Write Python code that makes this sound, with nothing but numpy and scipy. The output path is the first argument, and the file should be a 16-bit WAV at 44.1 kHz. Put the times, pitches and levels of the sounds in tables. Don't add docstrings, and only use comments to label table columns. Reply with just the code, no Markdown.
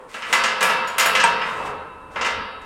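import sys
import numpy as np
from scipy import signal
from scipy.fft import rfft, irfft, next_fast_len
from scipy.io import wavfile
from scipy.ndimage import uniform_filter1d

SR = 44100
rng = np.random.default_rng(int(sys.argv[2]) if len(sys.argv) > 2 else 0)


def waveform_to_disk(signal):
    frames = np.transpose(np.atleast_2d(signal))
    scaled = np.clip(frames, -1, 1) * 32767
    samples = np.round(scaled).astype(np.int16)
    wavfile.write(sys.argv[1], SR, samples)


N = 116865
ATTACK_S = 0.0005


def amp(db):
    return 10 ** (np.asarray(db) / 20)


def unit(x):
    return x / np.sqrt(np.mean(x ** 2) + 1e-20)


def read(points, hz):
    f, value = np.transpose(points)
    return np.interp(np.log(hz + 1), np.log(f + 1), value)


def level(points):
    return amp(np.interp(np.arange(N) / SR, *np.transpose(points)))


def add(mix, start_s, sound):
    at = round(start_s * SR)
    sound = sound[max(-at, 0):]
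    part = mix[max(at, 0):][:len(sound)]
    part += sound[:len(part)]


def noise(colour):
    size = next_fast_len(N)
    spectrum = rfft(rng.standard_normal(size))
    gain = amp(read(colour, np.fft.rfftfreq(size, 1 / SR)))
    return unit(irfft(spectrum * gain, size)[:N])


RIPPLE_DB, RIPPLE_S = 3, 0.038


def ripple(x):
    t = np.arange(2 * N) / SR
    paths = rng.standard_normal(len(t)) * t * np.exp(-2 * t / RIPPLE_S)
    size = next_fast_len(2 * N)
    shape = rfft(paths / np.linalg.norm(paths), size) * np.sqrt(2)
    gain = amp(RIPPLE_DB * shape)
    gain /= np.sqrt(np.mean(abs(gain) ** 2))
    return irfft(rfft(x, size) * gain, size)[:N]


def ring(modes, blows, scatter_db, spread_hz):
    t = np.arange(2 * N) / SR
    out = np.zeros(N)
    partners = rng.uniform(.3, 1.5, (len(modes), 2)) * [-1, 1]
    chance = rng.standard_normal((len(blows), len(modes), 2))
    for k, (hz, db, t60) in enumerate(modes):
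        time = t[:int(SR * np.clip(t60, .02, 3))]
        tone = np.sin(2 * np.pi * hz * time)
        for offset in partners[k]:
            partner_hz = hz + spread_hz * offset
            tone += .5 * np.sin(2 * np.pi * (partner_hz * time + rng.random()))
        tone *= amp(db - 60 * time / t60) * np.minimum(time / ATTACK_S, 1)
        for (start_s, blow_db, treble_db), (size, lag) in zip(blows, chance[:, k]):
            tilt_db = read([(MID_HZ, 0), (TREBLE_HZ, treble_db)], hz)
            delay_s = (lag % 1) / hz
            add(out, start_s + delay_s, amp(blow_db + tilt_db + scatter_db * size) * tone)
    return out


# (relative, dB per Hz)
AIR_COLOUR = [(20, -12), (40, 4), (75, -14.5), (120, -7.5), (220, 2), (400, 1), (1000, -13.5), (2000, -32),
              (4000, -39), (9000, -23), (15000, -42)]
AIR_DB = -53.5
# (relative, dB per Hz)
GUST_COLOUR = [(20, -11), (40, -9), (80, -1), (130, -15.5), (300, -12), (1000, -64)]
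# time_s, level_db
GUST_LEVEL = [(0, -83), (.4, -51.5), (.8, -61.5), (1.1, -52.5), (1.5, -57), (1.75, -47.5), (1.9, -56),
              (2.05, -48), (2.3, -53), (2.42, -37.5), (2.5, -55), (2.65, -46)]


def wind():
    return amp(AIR_DB) * noise(AIR_COLOUR) + level(GUST_LEVEL) * noise(GUST_COLOUR)


# time_s, level_db
SLIDE_LEVEL = [(.07, -68), (.1, -46), (.24, -46.5), (.32, -37), (.36, -48), (1.38, -52.5), (1.48, -44),
               (1.64, -47), (1.67, -41), (1.73, -55), (1.8, -66), (2.09, -83), (2.12, -53), (2.2, -49),
               (2.3, -93)]
# (relative, dB per Hz)
HISS_COLOUR = [(500, -8), (2000, 7.5), (4500, -4), (8500, -4.5), (11000, -15.5), (15000, -23)]
# time_s, level_db
DRAG_LEVEL = [(0, -41.5), (.1, -49), (.25, -48.5), (.32, -30.5), (.36, -70), (1.3, -32), (1.45, -33.5),
              (1.69, -28.5), (1.8, -35), (1.93, -42.5), (2.08, -45), (2.14, -39.5), (2.3, -44), (2.65, -72)]
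# (relative, dB per Hz)
SHUDDER_COLOUR = [(100, -13), (190, -3.5), (290, -10.5), (450, 2.5), (700, -3.5), (1000, 5.5), (1350, -3.5),
                  (1900, -9.5), (3000, -19.5), (5000, -32), (10000, -58)]
GRAIN_DB = 1.5


def scrape():
    flicker = unit(uniform_filter1d(rng.standard_normal(N), size=130))
    hiss = amp(GRAIN_DB * flicker) * level(SLIDE_LEVEL) * noise(HISS_COLOUR)
    shudder = ripple(level(DRAG_LEVEL) * noise(SHUDDER_COLOUR))
    return hiss + shudder


# start_s, level_db (relative), bass_db, treble_db, top_db
KNOCKS = [(0.1417, -30.5, 3.5, -7, -3), (.222, -27.5, -11, -10, -22), (0.327, -15.5, 1.5, -1.5, 2.5),
          (0.4373, -19.5, 0.5, 2, -1.5), (.6075, -20, 3, -1.5, 0.5), (.627, -19, 5.5, -2, 13),
          (.697, -20, 5, -6.5, -7), (0.8758, -34.5, 2, -2, 5), (.982, -17.5, -6, -2, 15),
          (0.9972, -18, 0, 3.5, -4), (1.0582, -20, 6.5, -12, 14.5), (1.151, -16.5, 0.5, -4, -2.5),
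          (1.199, -20, -0.5, 1, -11), (1.238, -23, 3.5, 0, 1.5), (1.415, -23.5, -14, -18, -33),
          (2.159, -25.5, 5, -18, -39), (2.211, -23, 4, -0.5, -14), (2.247, -24, 2, -6, -6),
          (2.26, -27.5, 5, 1.5, -4), (2.615, -62, 3, 12, 16)]
# start_s, level_db (relative)
EARLIER_KNOCK = (-0.56, -34)
# pitch_hz, level_db (relative), t60_s
BAR_TONES = [(425.6, -11.5, 1.85), (518.4, -6.5, 2.43), (678.4, -8.5, 1.4), (819, -17.5, 1.5),
             (870, -9.5, 0.7), (928.6, -2.5, 1.55), (950, -2.5, 1.7), (1007, -8, 4.3), (1059, -13, 1.8),
             (1092, -4, 1.2), (1168, -3.5, 0.96), (1162, -10, 1.6), (1260, -5, 1.95), (1298, 0.5, 2.24),
             (1344, 0.5, 1), (1407, -8.5, 2.23), (1510, 0, 0.69), (1534, -9.5, 1.8), (1595, -2, 1),
             (1661, 2.5, 0.79), (1726, 1, 0.67), (1954, 0, 0.88), (2070, -1.5, 0.95), (2075, -1, 1),
             (2296, -2.5, 0.76), (2444, -6, 0.37), (2651, -5, 2.1), (2702, -3, 0.91), (2725, -12, 1.9),
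             (2862, -20, 1.1), (2900, -26, 0.63), (2995, -12, 1.3), (3160, -17, 1), (3697, -8.5, 1),
             (3815, -13.5, 1.96), (5170, -10, 0.44), (4820, -13, 0.72)]
# start_s, pitch_hz, level_db, t60_s
SINGLE_BARS = [(0, 513, -39, 0.44), (.3275, 2020, -14.5, 0.33), (.3275, 1518, -24.5, 1),
               (.627, 2380, -19, 0.27), (.627, 1673, -22, 0.35), (1.151, 2050, -21, 0.16),
               (1.2387, 948.4, -15, 0.51)]
BARS_DB, BARS_SCATTER_DB, BARS_SPREAD_HZ = -15, 2, 6.14


def bars():
    blows = [(start_s, db, 0) for start_s, db, *_ in KNOCKS + [EARLIER_KNOCK]]
    out = amp(BARS_DB) * ring(BAR_TONES, blows, BARS_SCATTER_DB, BARS_SPREAD_HZ)
    t = np.arange(N) / SR
    for start_s, hz, db, t60 in SINGLE_BARS:
        envelope = amp(db - 60 * t / t60) * np.minimum(t / ATTACK_S, 1)
        add(out, start_s, envelope * np.sin(2 * np.pi * (hz * t + rng.random())))
    return out


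# (relative, dB per Hz)
CLANG_COLOUR = [(60, -43), (140, -16.5), (190, -1.5), (270, -25.5), (400, -12.5), (520, -2.5), (720, -8.5),
                (950, -0.5), (1700, 0.5), (2200, -3), (2800, 2), (3400, -6), (4500, -10), (6500, -9.5),
                (8000, -12), (11000, -24.5), (15000, -35)]
# freq_hz, t60_s
CLANG_RING = [(150, 2.1), (500, 1.47), (1100, 1.68), (2000, 1.11), (3000, 1.01), (4500, 0.99), (6500, 0.32),
              (9000, 0.29), (15000, 0.27)]
BASS_HZ, MID_HZ, UPPER_HZ, TREBLE_HZ, TOP_HZ = 515, 1600, 2400, 6560, 11200
CLASH, CLASH_S = 1.0, 0.033
CRACK, CRACK_S = 0.44, 0.009


def clang():
    out = np.zeros(N)
    t = np.arange(N) / SR
    hz = np.fft.rfftfreq(512, 1 / SR)
    age = np.arange(N // 128 + 5)[:, None] * 128 / SR
    colour = amp(read(CLANG_COLOUR, hz))
    fade = amp(-60 * age / read(CLANG_RING, hz)) * colour / np.linalg.norm(colour)
    boost = 1 + CLASH * np.exp(-t / CLASH_S) + CRACK * np.exp(-t / CRACK_S)
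    contact = np.minimum(t / ATTACK_S, 1) * boost
    for start_s, db, bass_db, treble_db, top_db in KNOCKS:
        controls = [(BASS_HZ, bass_db), (MID_HZ, 0), (UPPER_HZ, 0),
                    (TREBLE_HZ, treble_db), (TOP_HZ, top_db)]
        tilt = amp(read(controls, hz))
        random_phase = np.exp(2j * np.pi * rng.random(fade.shape))
        frames = random_phase * fade * tilt
        burst = signal.istft(frames.T, nperseg=512, noverlap=384)[1][:N]
        add(out, start_s, amp(db) * contact * burst)
    return ripple(out)


# start_s, level_db (relative)
CHINKS = [(0.327, -32.5), (0.628, -38), (0.8737, -43), (0.9963, -29), (1.0585, -34)]
# pitch_hz, level_db (relative), t60_s
BOLT_TONES = [(4010, -12, 0.11), (5220, -3, .2), (5600, 1, .12), (6842, 3, 0.22), (7000, 3, 0.15),
              (7700, -1, 0.22), (9650, -5, 0.12), (10400, -8, 0.19), (11200, -11, 0.28), (14050, -6, 0.19)]
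# start_s, level_db (relative), treble_db
SLAMS = [(1.2389, -14.5, 4.5), (1.2505, -19, -21), (1.279, -24, -23)]
# pitch_hz, level_db (relative), t60_s
STOP_TONES = [(178.9, -13, 0.32), (506, -3.5, 0.095), (691, -2, 0.049), (925, 0.5, 0.16), (977, -1, 0.22),
              (1070, -6, 0.067), (1480, -23, 0.028), (1604, -2, 0.06), (2410, -7, .07), (5570, -2, .045),
              (8310, -9.5, .045), (8650, -10, 0.023)]


def bolt():
    blows = [(start_s, db, 0) for start_s, db in CHINKS]
    chinks = ring(BOLT_TONES, blows, scatter_db=.9, spread_hz=46)
    slam = ring(STOP_TONES, SLAMS, scatter_db=4.5, spread_hz=3.9)
    return chinks + slam


LOW_CUT_HZ = 199
SIDE_DB, AIR_SIDE_DB = -40, -25


def scene():
    low_cut = signal.butter(4, LOW_CUT_HZ, "high", fs=SR, output="sos")
    gate = signal.sosfilt(low_cut, clang() + bars() + bolt())
    mid = gate + scrape() + wind()
    side = amp(SIDE_DB) * np.gradient(mid) + amp(AIR_SIDE_DB) * wind()
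    return np.array([mid + side, mid - side])


EDGE_HZ = 16000


def record(dry):
    low_pass = signal.firwin(511, EDGE_HZ, window=("kaiser", 9), fs=SR)
    return signal.oaconvolve(dry, low_pass[None], "same")


dry = scene()
out = record(dry)
waveform_to_disk(out)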